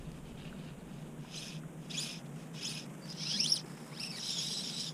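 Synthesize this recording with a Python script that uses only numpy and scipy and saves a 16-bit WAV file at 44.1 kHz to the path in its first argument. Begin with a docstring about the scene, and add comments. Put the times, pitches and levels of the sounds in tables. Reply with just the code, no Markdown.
"""First comes a low gust of breeze, with loose fly line brushing a rod and ripples plipping at a boat.
A fisherman pulls in line three times, hauls it into a back cast and shoots it forward.
The line has tiny ribs. It hisses over his fingers and the rod's guide rings, and the ribs sing
a zip that gets higher as the line runs faster. Running line gives short squeals, slack line taps
the rod, and the swinging rod whooshes. The breeze drones around the boat throughout."""
import sys
import numpy as np
from scipy import signal
from scipy.fft import rfft, irfft, next_fast_len
from scipy.io import wavfile
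from scipy.ndimage import uniform_filter1d

SR = 44100
rng = np.random.default_rng(int(sys.argv[2]) if len(sys.argv) > 2 else 0)


def to_wav(sig):
    """Store sig (one row per channel, or 1-D mono) as 16-bit WAV at the path in sys.argv[1].

    Samples outside -1..1 are clipped; the rate is SR.
    """
    pcm = np.clip(np.atleast_2d(sig), -1, 1) * 32767
    pcm = np.round(pcm).astype(np.int16)
    wavfile.write(sys.argv[1], SR, pcm.T)  # frames by channels


N = 217608
SIZE = next_fast_len(N, True)
TIME, HZ = np.arange(N) / SR, np.fft.rfftfreq(SIZE, 1 / SR)


def gain_of(db):
    """Turns decibels into a number to multiply a sound by."""
    return 10 ** (np.asarray(db) / 20)


def evened(x):
    """Scales x to an average power of one."""
    return x / np.sqrt(np.mean(abs(x) ** 2) + 1e-20)


def follow(rows):
    """Joins timed rows with straight lines, giving a value for every sample."""
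    s, *columns = np.transpose(rows)
    return [np.interp(TIME, np.sort(s), c) for c in columns]


def shape(points):
    """Joins (Hz, dB) points into a gain for every frequency."""
    hz, db = np.transpose(points)
    return gain_of(np.interp(np.log(HZ + 1), np.log(hz), db))


def bell(hz, width_hz):
    """The gain of one resonance: a hump around one frequency."""
    return 1 / (1 + (2 * (HZ - hz) / width_hz) ** 2)


def coloured(x, gain):
    """Turns each frequency of x up or down by its gain."""
    return irfft(rfft(x, SIZE) * gain, SIZE)[:N]


def noise(gain):
    """Noise with the given colour (its balance of low and high) and a power of one."""
    return evened(coloured(rng.standard_normal(N), gain))


def wander(rate_hz):
    """A smooth random wobble, up to about the given rate."""
    return noise(1 / (1 + (HZ / rate_hz) ** 4))


def flicker(depth_db, rate_hz):
    """A gain that wobbles up and down by at most the given depth."""
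    return gain_of(depth_db * np.tanh(wander(rate_hz)))


def add(mix, s, sound):
    """Mixes a short sound in at s seconds."""
    part = mix[max(round(s * SR), 0):][:len(sound)]
    part += sound[:len(part)]


# The colours of the airy wash and of the gust. Each row: frequency in Hz, relative level in dB.
WASH_COLOUR = [(20, -34), (100, -94), (135, 3.5), (230, 0), (330, -5.5), (550, -10), (1000, -18),
               (1800, -24), (3500, -30), (4400, -45), (5800, -35.5), (6800, -30.5), (8500, -30),
               (11000, -36), (15200, -43)]
GUST_COLOUR = [(15, -11), (55, -6.5), (130, -18), (1000, -80)]
# The drone's notes, deepest first. Each row: pitch in Hz, width in Hz, relative level in dB.
DRONE_NOTES = [(154.3, 37, -0.5), (178.8, 55, -6), (230.5, 27, -8.5)]
# The deepest note eases near the end. Each row: time in seconds, relative level in dB.
DEEP_NOTE_LEVELS = [(0.0, -49.5), (3.9, -50), (4.2, -52.5), (4.93, -52.5)]

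def breeze(wash_db=-50, drone_db=-50, deep_trim_db=-0.5, gust_db=-52, fall_db_per_s=9, flutter_db=-72.5):
    """Wind washes and drones around the boat, while a low gust dies down to a light flutter."""
    wash = gain_of(wash_db + .5 * wander(22)) * noise(shape(WASH_COLOUR))
    deep, *upper = (gain_of(db) * noise(bell(hz, width) ** 2) for hz, width, db in DRONE_NOTES)
    deep_db, = follow(DEEP_NOTE_LEVELS)
    drone = gain_of(deep_db + deep_trim_db) * deep + gain_of(drone_db) * sum(upper)
    gust = np.hypot(gain_of(gust_db - fall_db_per_s * TIME), gain_of(flutter_db))
    return wash + drone + gust * noise(shape(GUST_COLOUR))


# The lapping slowly grows, then eases a little. Each row: time in seconds, level in dB.
LAPPING_LEVELS = [(1.0, -78), (2.0, -65.5), (3.8, -58.5), (4.9, -61)]
# The colour of the water's fizz. Each row: frequency in Hz, relative level in dB.
FIZZ_COLOUR = [(300, -30), (800, 11.5), (2200, 6.5), (4000, -9), (8000, 2), (15000, -15)]

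def lapping(grain_db=3):
    """Tiny waves fizz faintly around the hull."""
    level_db, = follow(LAPPING_LEVELS)
    return gain_of(level_db + grain_db * wander(106)) * noise(shape(FIZZ_COLOUR))


# Near ripples at the hull. Each row: start in seconds, relative level in dB, starting pitch in Hz.
NEAR_RIPPLES = [(0.527, -36.5, 1440), (1.1827, -48, 1620), (1.248, -41, 950), (1.6355, -42, 1380),
                (3.644, -40, 358)]

def ripples(ring_cycles=3.4, splat_s=0.0028, plip_db=-2, rise=4, splash_db=3, faint_count=45):
    """Each ripple splats and leaves a bubble that rings and rises. Big, low bubbles ring longest."""
    bubbles, splats, t = np.zeros(N), np.zeros(N), TIME[:2500]
    faint = [(when * TIME[-1], -63 + 9 * loud, 500 * 5 ** high)
             for when, loud, high in rng.random((faint_count, 3))]
    for s, db, hz in list(NEAR_RIPPLES) + faint:
        attack = gain_of(db) * (1 - np.exp(-t / 0.00063))
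        rising_tone = np.sin(2 * np.pi * hz * t * (1 + rise * t))
        add(bubbles, s, attack * np.exp(-t * hz / ring_cycles) * rising_tone)
        add(splats, s, attack * np.exp(-t / splat_s) * rng.standard_normal(len(t)))
    return gain_of(plip_db) * bubbles + gain_of(splash_db) * coloured(splats, bell(1600, 1300) ** 2)


# The rod's back sweep. In order: middle and half width in seconds, level in dB, pitch and width in Hz.
ROD_SWEEP = (3.42, 0.06, -45.5, 215, 70)

def swish():
    """The swinging rod leaves swirls of air behind it: a soft, low whoosh."""
    s, half_s, db, hz, width_hz = ROD_SWEEP
    swell = np.exp(-.5 * ((TIME - s) / half_s) ** 2)
    return gain_of(db) * swell * noise(bell(hz, width_hz) ** 2)


# Light taps of line on the rod. Each row: start in seconds, relative level in dB.
LINE_TAPS = [(0.1172, -38.5), (3.102, -32), (3.127, -30), (4.194, -27)]

def taps(decay_s=0.0012, trim_db=-6):
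    """Slack line flicks the rod and makes a short, bright tick."""
    ticks, t = np.zeros(N), TIME[:2000]
    for s, db in LINE_TAPS:
        add(ticks, s, gain_of(db + trim_db) * np.exp(-t / decay_s) * rng.standard_normal(len(t)))
    return coloured(ticks, bell(5700, 10600) ** 2)


# Short squeals of the running line. Each row: start and length in seconds, middle pitch in Hz,
# level in dB, glide in Hz per second, overtone in dB compared with the main tone.
LINE_SQUEAKS = [(1.339, 0.014, 3130, -45.5, 35000, -21), (1.368, 0.026, 3970, -44.5, 8000, -11),
                (1.477, 0.015, 5300, -47, -15000, -18), (1.903, 0.021, 3650, -43, 45000, -12),
                (1.949, 0.02, 2536, -48, 35000, 0), (1.972, 0.0373, 3470, -38.5, 10000, 0.5),
                (2.012, 0.042, 4980, -39.5, 13000, -28), (2.62, 0.024, 5090, -42, 15000, -14.5),
                (2.643, 0.021, 3290, -45, 10000, 3), (2.667, 0.023, 5070, -42, 0, -20),
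                (2.74, 0.022, 5100, -49, -35000, -3), (3.003, 0.081, 4680, -57, -3000, -21),
                (3.08, 0.053, 4980, -45, 1006, -20), (3.395, 0.022, 5350, -25.5, 40000, -27),
                (3.433, 0.0071, 5490, -25.5, 8000, -33), (3.456, 0.012, 3346, -29, 35000, -10),
                (3.514, 0.021, 5480, -22.5, 3000, -26), (3.909, 0.0414, 1110, -58.5, 8011, 3.5)]

def squeaks(jitter=0.023):
    """The line squeals briefly, sometimes at the fingers, loudest where the zip flares on a resonance."""
    out, waver, catching = np.zeros(N), wander(730), flicker(3, 340)
    for s, length, hz, db, glide, overtone_db in LINE_SQUEAKS:
        t = TIME[:int(length * SR)]
        now = int(s * SR) + np.arange(len(t))
        pitch_hz = (hz + glide * (t - length / 2)) * (1 + jitter * waver[now])
        phase = 2 * np.pi * np.cumsum(pitch_hz) / SR
        tone = np.sin(phase) + gain_of(overtone_db) * np.sin(2 * phase)
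        add(out, s, gain_of(db) * np.sqrt(2) * np.hanning(len(t)) * evened(catching[now]) * tone)
    return out


def shifting(hiss, patch_hz=500, patch_s=0.018, depth_db=1.9, size=256):
    """The line shifts on the rings, so low and high patches of its hiss swell and fade separately."""
    frames = dict(nperseg=size, noverlap=size * 3 // 4)
    spectra = signal.stft(hiss, **frames)[2]
    patches = uniform_filter1d(rng.standard_normal(spectra.shape), round(patch_hz * size / SR), axis=0)
    patches = evened(uniform_filter1d(patches, round(patch_s * SR * 4 / size), axis=1))
    return evened(signal.istft(spectra * gain_of(depth_db * patches), **frames)[1][:N])


def friction(snags_per_s=700, snag_share=0.22, grain_db=-1.0, flutter_db=1.5):
    """Countless tiny slips hiss, and rarer snags crackle. The default settings are for tight line."""
    slips = evened(rng.standard_normal(N) * flicker(grain_db, 1200))
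    snagged = rng.random(N) < snags_per_s / SR
    snags = evened(snagged * rng.choice([-1, 1], N) * rng.uniform(.3, 1, N))
    hiss = np.sqrt(1 - snag_share) * slips + np.sqrt(snag_share) * snags
    return shifting(hiss * flicker(flutter_db, 31))


# Peaks and dips that colour every rub, from the rod and the microphone together.
# Each row: frequency in Hz, width in Hz, boost or cut in dB.
RUB_PEAKS_AND_DIPS = [(2070, 130, -12.5), (2890, 60, 3.5), (3090, 70, 6), (3340, 70, 6), (3696, 110, 6),
                      (4365, 205, -8), (5070, 110, 8.5), (5430, 150, 6.5), (7470, 740, -10.5),
                      (10870, 430, 3), (11950, 800, -18)]

def rubbing(strength, colour, shaking):
    """The line's shaking, coloured by rod and microphone, is louder when the line is rubbed harder."""
    main_db = sum(db * bell(hz, width) for hz, width, db in RUB_PEAKS_AND_DIPS)
    # many small resonances lie between the main ones and make a gliding zip flutter
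    small_hz = np.arange(0, SR / 2, 70)
    small_db = 1.8 * np.interp(HZ, small_hz, rng.standard_normal(len(small_hz)))
    return strength * coloured(shaking, evened(shape(colour) * gain_of(small_db + main_db)))


# The colours of line on the rod and on a finger. Each row: frequency in Hz, relative level in dB.
ON_ROD_COLOUR = [(600, -5.5), (2000, -3), (2500, 2), (3500, -7), (4600, -3.5), (5300, -28), (15000, -40)]
ON_FINGER_COLOUR = [(500, -11.5), (1900, -7.5), (2400, 4.5), (3300, 1), (5200, -2), (5850, -2.5),
                    (6200, 1.5), (7200, -1), (9500, -10), (11000, -5.5), (15000, -37)]
# Loose line brushing. Each row: middle and half width in seconds, level in dB, finger's share (0 to 1).
LOOSE_BRUSHES = [(0.05, 0.18, -64, 0.26), (0.29, 0.028, -59, 0.17), (0.4, 0.032, -56.5, 0.08),
                 (0.457, 0.028, -56.5, 0.11), (0.51, 0.056, -61.5, 0.03), (0.63, 0.054, -59.5, 0.1),
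                 (0.68, 0.012, -55, 0.04), (0.705, 0.03, -62, 0), (0.8, 0.025, -62.5, 0),
                 (0.97, 0.099, -62.5, 0.27), (1.28, 0.059, -60, 0.56), (1.86, 0.038, -63, 0.97),
                 (2.264, 0.006, -61, 0.9), (2.41, 0.04, -61.5, 1), (2.9, 0.005, -63, 1)]

def brushes():
    """Loose line brushes the rod, or more brightly the finger, in rubs that swell and fade."""
    s, width, db, share = np.transpose(LOOSE_BRUSHES)[:, :, None]
    power = gain_of(db) ** 2 * np.exp(-((TIME - s) / width) ** 2)
    loose_hiss = friction(snags_per_s=170, snag_share=0.4, grain_db=-5.5, flutter_db=0.5)
    on_rod = rubbing(np.sqrt((power * (1 - share)).sum(0)), ON_ROD_COLOUR, loose_hiss)
    on_finger = rubbing(np.sqrt((power * share).sum(0)), ON_FINGER_COLOUR, friction())
    return on_rod + on_finger


def ribs_on_ring(rib_hz, overtones, jitter, fuzz_db):
    """The line chatters in a ring, so the tone of its ribs trembles in pitch and strength."""
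    chatter = jitter * wander(400) + .012 * wander(70)
    phase = 2 * np.pi * np.cumsum(rib_hz * (1 + chatter)) / SR
    return evened(sum(gain_of(db) * flicker(fuzz_db, 230) * np.cos(k * phase)
                      for k, db in enumerate(overtones, 1)))


def running_line(rib_hz, zip_db, overtones, hiss_db, jitter, fuzz_db, brighten, stray, stutter_db):
    """Moving line hisses, and its ribs sing a zip as they pass the rings, rib_hz of them a second."""
    near = ribs_on_ring(rib_hz, overtones, jitter, fuzz_db)
    # the line sags between rings, so it passes the next one at a slightly different speed
    far = ribs_on_ring(rib_hz * (1 + stray * wander(60.43)), overtones, jitter, fuzz_db)
    # it also bounces on the rings, which breaks the tone up
    tone = evened((near + 0.5 * far) * flicker(stutter_db, 36))
    # a tight line sings more and scrapes less
    hiss = gain_of(hiss_db) * friction() / np.sqrt(1 + .5 * gain_of(zip_db) ** 2)
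    shaking = hiss + gain_of(zip_db) * tone
    # faster slips are sharper: the treble grows with speed, and flickers as the line flaps
    treble = coloured(shaking, 1 - 1 / (1 + (HZ / 7500) ** 10))
    sharpness = (rib_hz / 3400) ** brighten * flicker(2.2, 30)
    return shaking + treble * (sharpness - 1)


def contact(t, length, attack_s, release_s):
    """A touch fades in from t = 0, holds, and is half faded out at the given length."""
    return np.clip(t / attack_s, 0, 1) * np.clip(.5 + (length - t) / release_s, 0, 1)


# The tones in a pull's zip. Each value: relative level in dB, from the main tone up.
PULL_OVERTONES = [0.65, 2.8, -0.76]
# Pulls of line over the finger. Each row: start, time to grip, time to top speed and length in seconds,
# relative level in dB, top speed in ribs per second, relative zip and pinch levels in dB.
LINE_PULLS = [(1.271, 0.092, 0.14, 0.3, -43.3, 4362, -13, -7),
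              (1.893, 0.014, 0.137, 0.287, -40.3, 5250, -5, -6),
              (2.53, 0.045, 0.181, 0.305, -41.7, 4715, -6.5, 1.5)]

def pulls(surge_s=0.059, creep=0.18, taut_lead_s=0.036, taut_s=0.14, slack_loss_db=31):
    """The hand speeds the line up and slows it again. Pitch, loudness and brightness follow the speed."""
    rows = np.array(LINE_PULLS)
    nearest = abs(TIME[:, None] - rows[:, 0] - rows[:, 2]).argmin(1)
    start, grip, rise, length, db, top_hz, zip_db, pinch_db = rows[nearest].T
    from_top = TIME - start - rise
    speed = creep + (1 - creep) / (1 + (from_top / surge_s) ** 2)
    # the line is tightest, and sings most clearly, just before top speed
    taut = np.exp(-((from_top + taut_lead_s) / taut_s) ** 2)
    rib_hz = top_hz * speed * (1 + 0.014 * wander(37.7))  # it slips unevenly through the fingers
    # wet skin makes the zip rough: jitter, fuzz and stutter
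    shaking = running_line(rib_hz, zip_db - slack_loss_db * (1 - taut), PULL_OVERTONES, hiss_db=-3.5,
                           jitter=0.023, fuzz_db=5.7, brighten=0.77, stray=0.065, stutter_db=5.5)
    # the pinch tightens and eases, so one resonance of the finger comes and goes
    pinch = gain_of(pinch_db) * flicker(6, 45) * coloured(shaking, bell(5270, 640))
    touching = contact(TIME - start, length, grip, release_s=0.08)
    return rubbing(gain_of(db) * speed ** 0.43 * touching, ON_FINGER_COLOUR, shaking + pinch)


def stroke(move, overtones, colour, zip_db, zip_db_per_octave, **texture):
    """One move of the cast. Below 3000 ribs a second, the zip fades by zip_db_per_octave."""
    rib_hz, rub_db = follow(move)
    slow_db = zip_db_per_octave * np.minimum(np.log2(rib_hz / 3000), 0)
    start, end = move[0][0], move[-1][0]
    touching = contact(TIME - start, end - start, attack_s=.01, release_s=.02)
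    shaking = running_line(rib_hz, zip_db + slow_db, overtones, **texture)
    return rubbing(touching * gain_of(rub_db), colour, shaking)


# The tones in each move's zip. Each value: relative level in dB, from the main tone up.
HAUL_OVERTONES = [5.2, 3, 0, -6]
BACK_OVERTONES = [9, 8.5, 5.5, -1]
SHOOT_OVERTONES = [7, 10, -2]
# The colour of each move's rub. Each row: frequency in Hz, relative level in dB.
HAUL_RUB_COLOUR = [(500, -57), (1700, -17), (2700, -5), (3400, -6), (4000, -1), (4800, 3.5), (5900, 3.5),
                   (6700, -11.5), (10400, -7), (15000, -64)]
BACK_RUB_COLOUR = [(500, -9), (1500, -10), (2600, -1.5), (3400, -3), (5300, 6.5), (6300, -8), (8300, -3),
                   (11000, -5), (15000, -38)]
SHOOT_RUB_COLOUR = [(500, -46), (2000, -15), (2900, -5.5), (3800, -2.5), (5400, 2.5), (6400, -6),
                    (8000, -7.5), (9000, -18), (10600, -11), (15000, -41)]
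# The line in each move. Each row: time in seconds, speed in ribs per second, relative level in dB.
HAUL_MOVE = [(3.04, 806, -60), (3.125, 931, -50.5), (3.165, 987, -56), (3.185, 1046, -45.5),
             (3.24, 1186, -40), (3.335, 1600, -37), (3.36, 1730, -40.5), (3.392, 2269, -39.5),
             (3.406, 2590, -42), (3.416, 2660, -41), (3.43, 2798, -43.5), (3.444, 2956, -37),
             (3.458, 3150, -42), (3.474, 4000, -35.5), (3.487, 4260, -40), (3.497, 5030, -41.5),
             (3.533, 5500, -43), (3.548, 4840, -44), (3.566, 4080, -37), (3.582, 2660, -50),
             (3.6, 1810, -50), (3.64, 886, -74)]
BACK_MOVE = [(3.65, 501, -57.5), (3.89, 621, -54.5), (3.92, 1022, -54), (3.97, 1610, -52.5),
             (3.994, 2150, -50), (4.0, 2360, -41), (4.007, 2550, -46), (4.017, 2720, -45),
             (4.026, 2780, -46), (4.033, 2700, -40), (4.041, 2470, -45), (4.049, 2690, -45.5),
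             (4.063, 2886, -42.5), (4.083, 2520, -48.5), (4.11, 2700, -48), (4.125, 2250, -43),
             (4.155, 2270, -47), (4.165, 1986, -42.5), (4.19, 1966, -35.5)]
SHOOT_MOVE = [(4.185, 2290, -57), (4.2, 2743, -38.5), (4.218, 3430, -43), (4.25, 4250, -38),
              (4.3, 3700, -33), (4.35, 3620, -37.5), (4.39, 3290, -36), (4.44, 3730, -35.5),
              (4.5, 4060, -37.5), (4.6, 3884, -36.5), (4.622, 4100, -41), (4.65, 3580, -35.5),
              (4.68, 3500, -37.5), (4.72, 4070, -39), (4.755, 3940, -40.5), (4.8, 4060, -35.5),
              (4.84, 3900, -40), (4.885, 3560, -39), (4.93, 3300, -60)]

def cast():
    """The line zips through the rings as it is hauled, runs out behind and shoots forward."""
    haul = stroke(HAUL_MOVE, HAUL_OVERTONES, HAUL_RUB_COLOUR, zip_db=1.2, zip_db_per_octave=5,
                  hiss_db=0, jitter=0.023, fuzz_db=5.8, brighten=1.05, stray=0.045, stutter_db=4)
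    back = stroke(BACK_MOVE, BACK_OVERTONES, BACK_RUB_COLOUR, zip_db=-4, zip_db_per_octave=3,
                  hiss_db=-6.5, jitter=0.022, fuzz_db=6.2, brighten=0.052, stray=0.055, stutter_db=4)
    shoot = stroke(SHOOT_MOVE, SHOOT_OVERTONES, SHOOT_RUB_COLOUR, zip_db=-8.3, zip_db_per_octave=0,
                   hiss_db=-3.5, jitter=0.014, fuzz_db=5.7, brighten=0.78, stray=0.06, stutter_db=5)
    return haul + back + shoot


def scene():
    """Line, rod, water and wind, added into one channel."""
    fishing = brushes() + pulls() + cast() + swish() + squeaks() + taps()
    return (fishing + ripples() + lapping() + breeze())[None]


def record(dry, mirror_db=-9, mirror_hz=12000, edge_hz=15250):
    """Treble just below mirror_hz gets a faint mirror image above it, and all above edge_hz is cut."""
    band = bell(mirror_hz, 6000) ** 2 * (HZ < mirror_hz) * (HZ > 2 * mirror_hz - edge_hz)
    treble = signal.hilbert(coloured(dry[0], band))
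    image = (treble.conj() * np.exp(2j * np.pi * 2 * mirror_hz * TIME)).real
    low_pass = signal.firwin(1023, edge_hz, window=("kaiser", 9), fs=SR)
    return signal.oaconvolve(dry + gain_of(mirror_db) * image, low_pass[None], "same")


dry = scene()
out = record(dry)
to_wav(out)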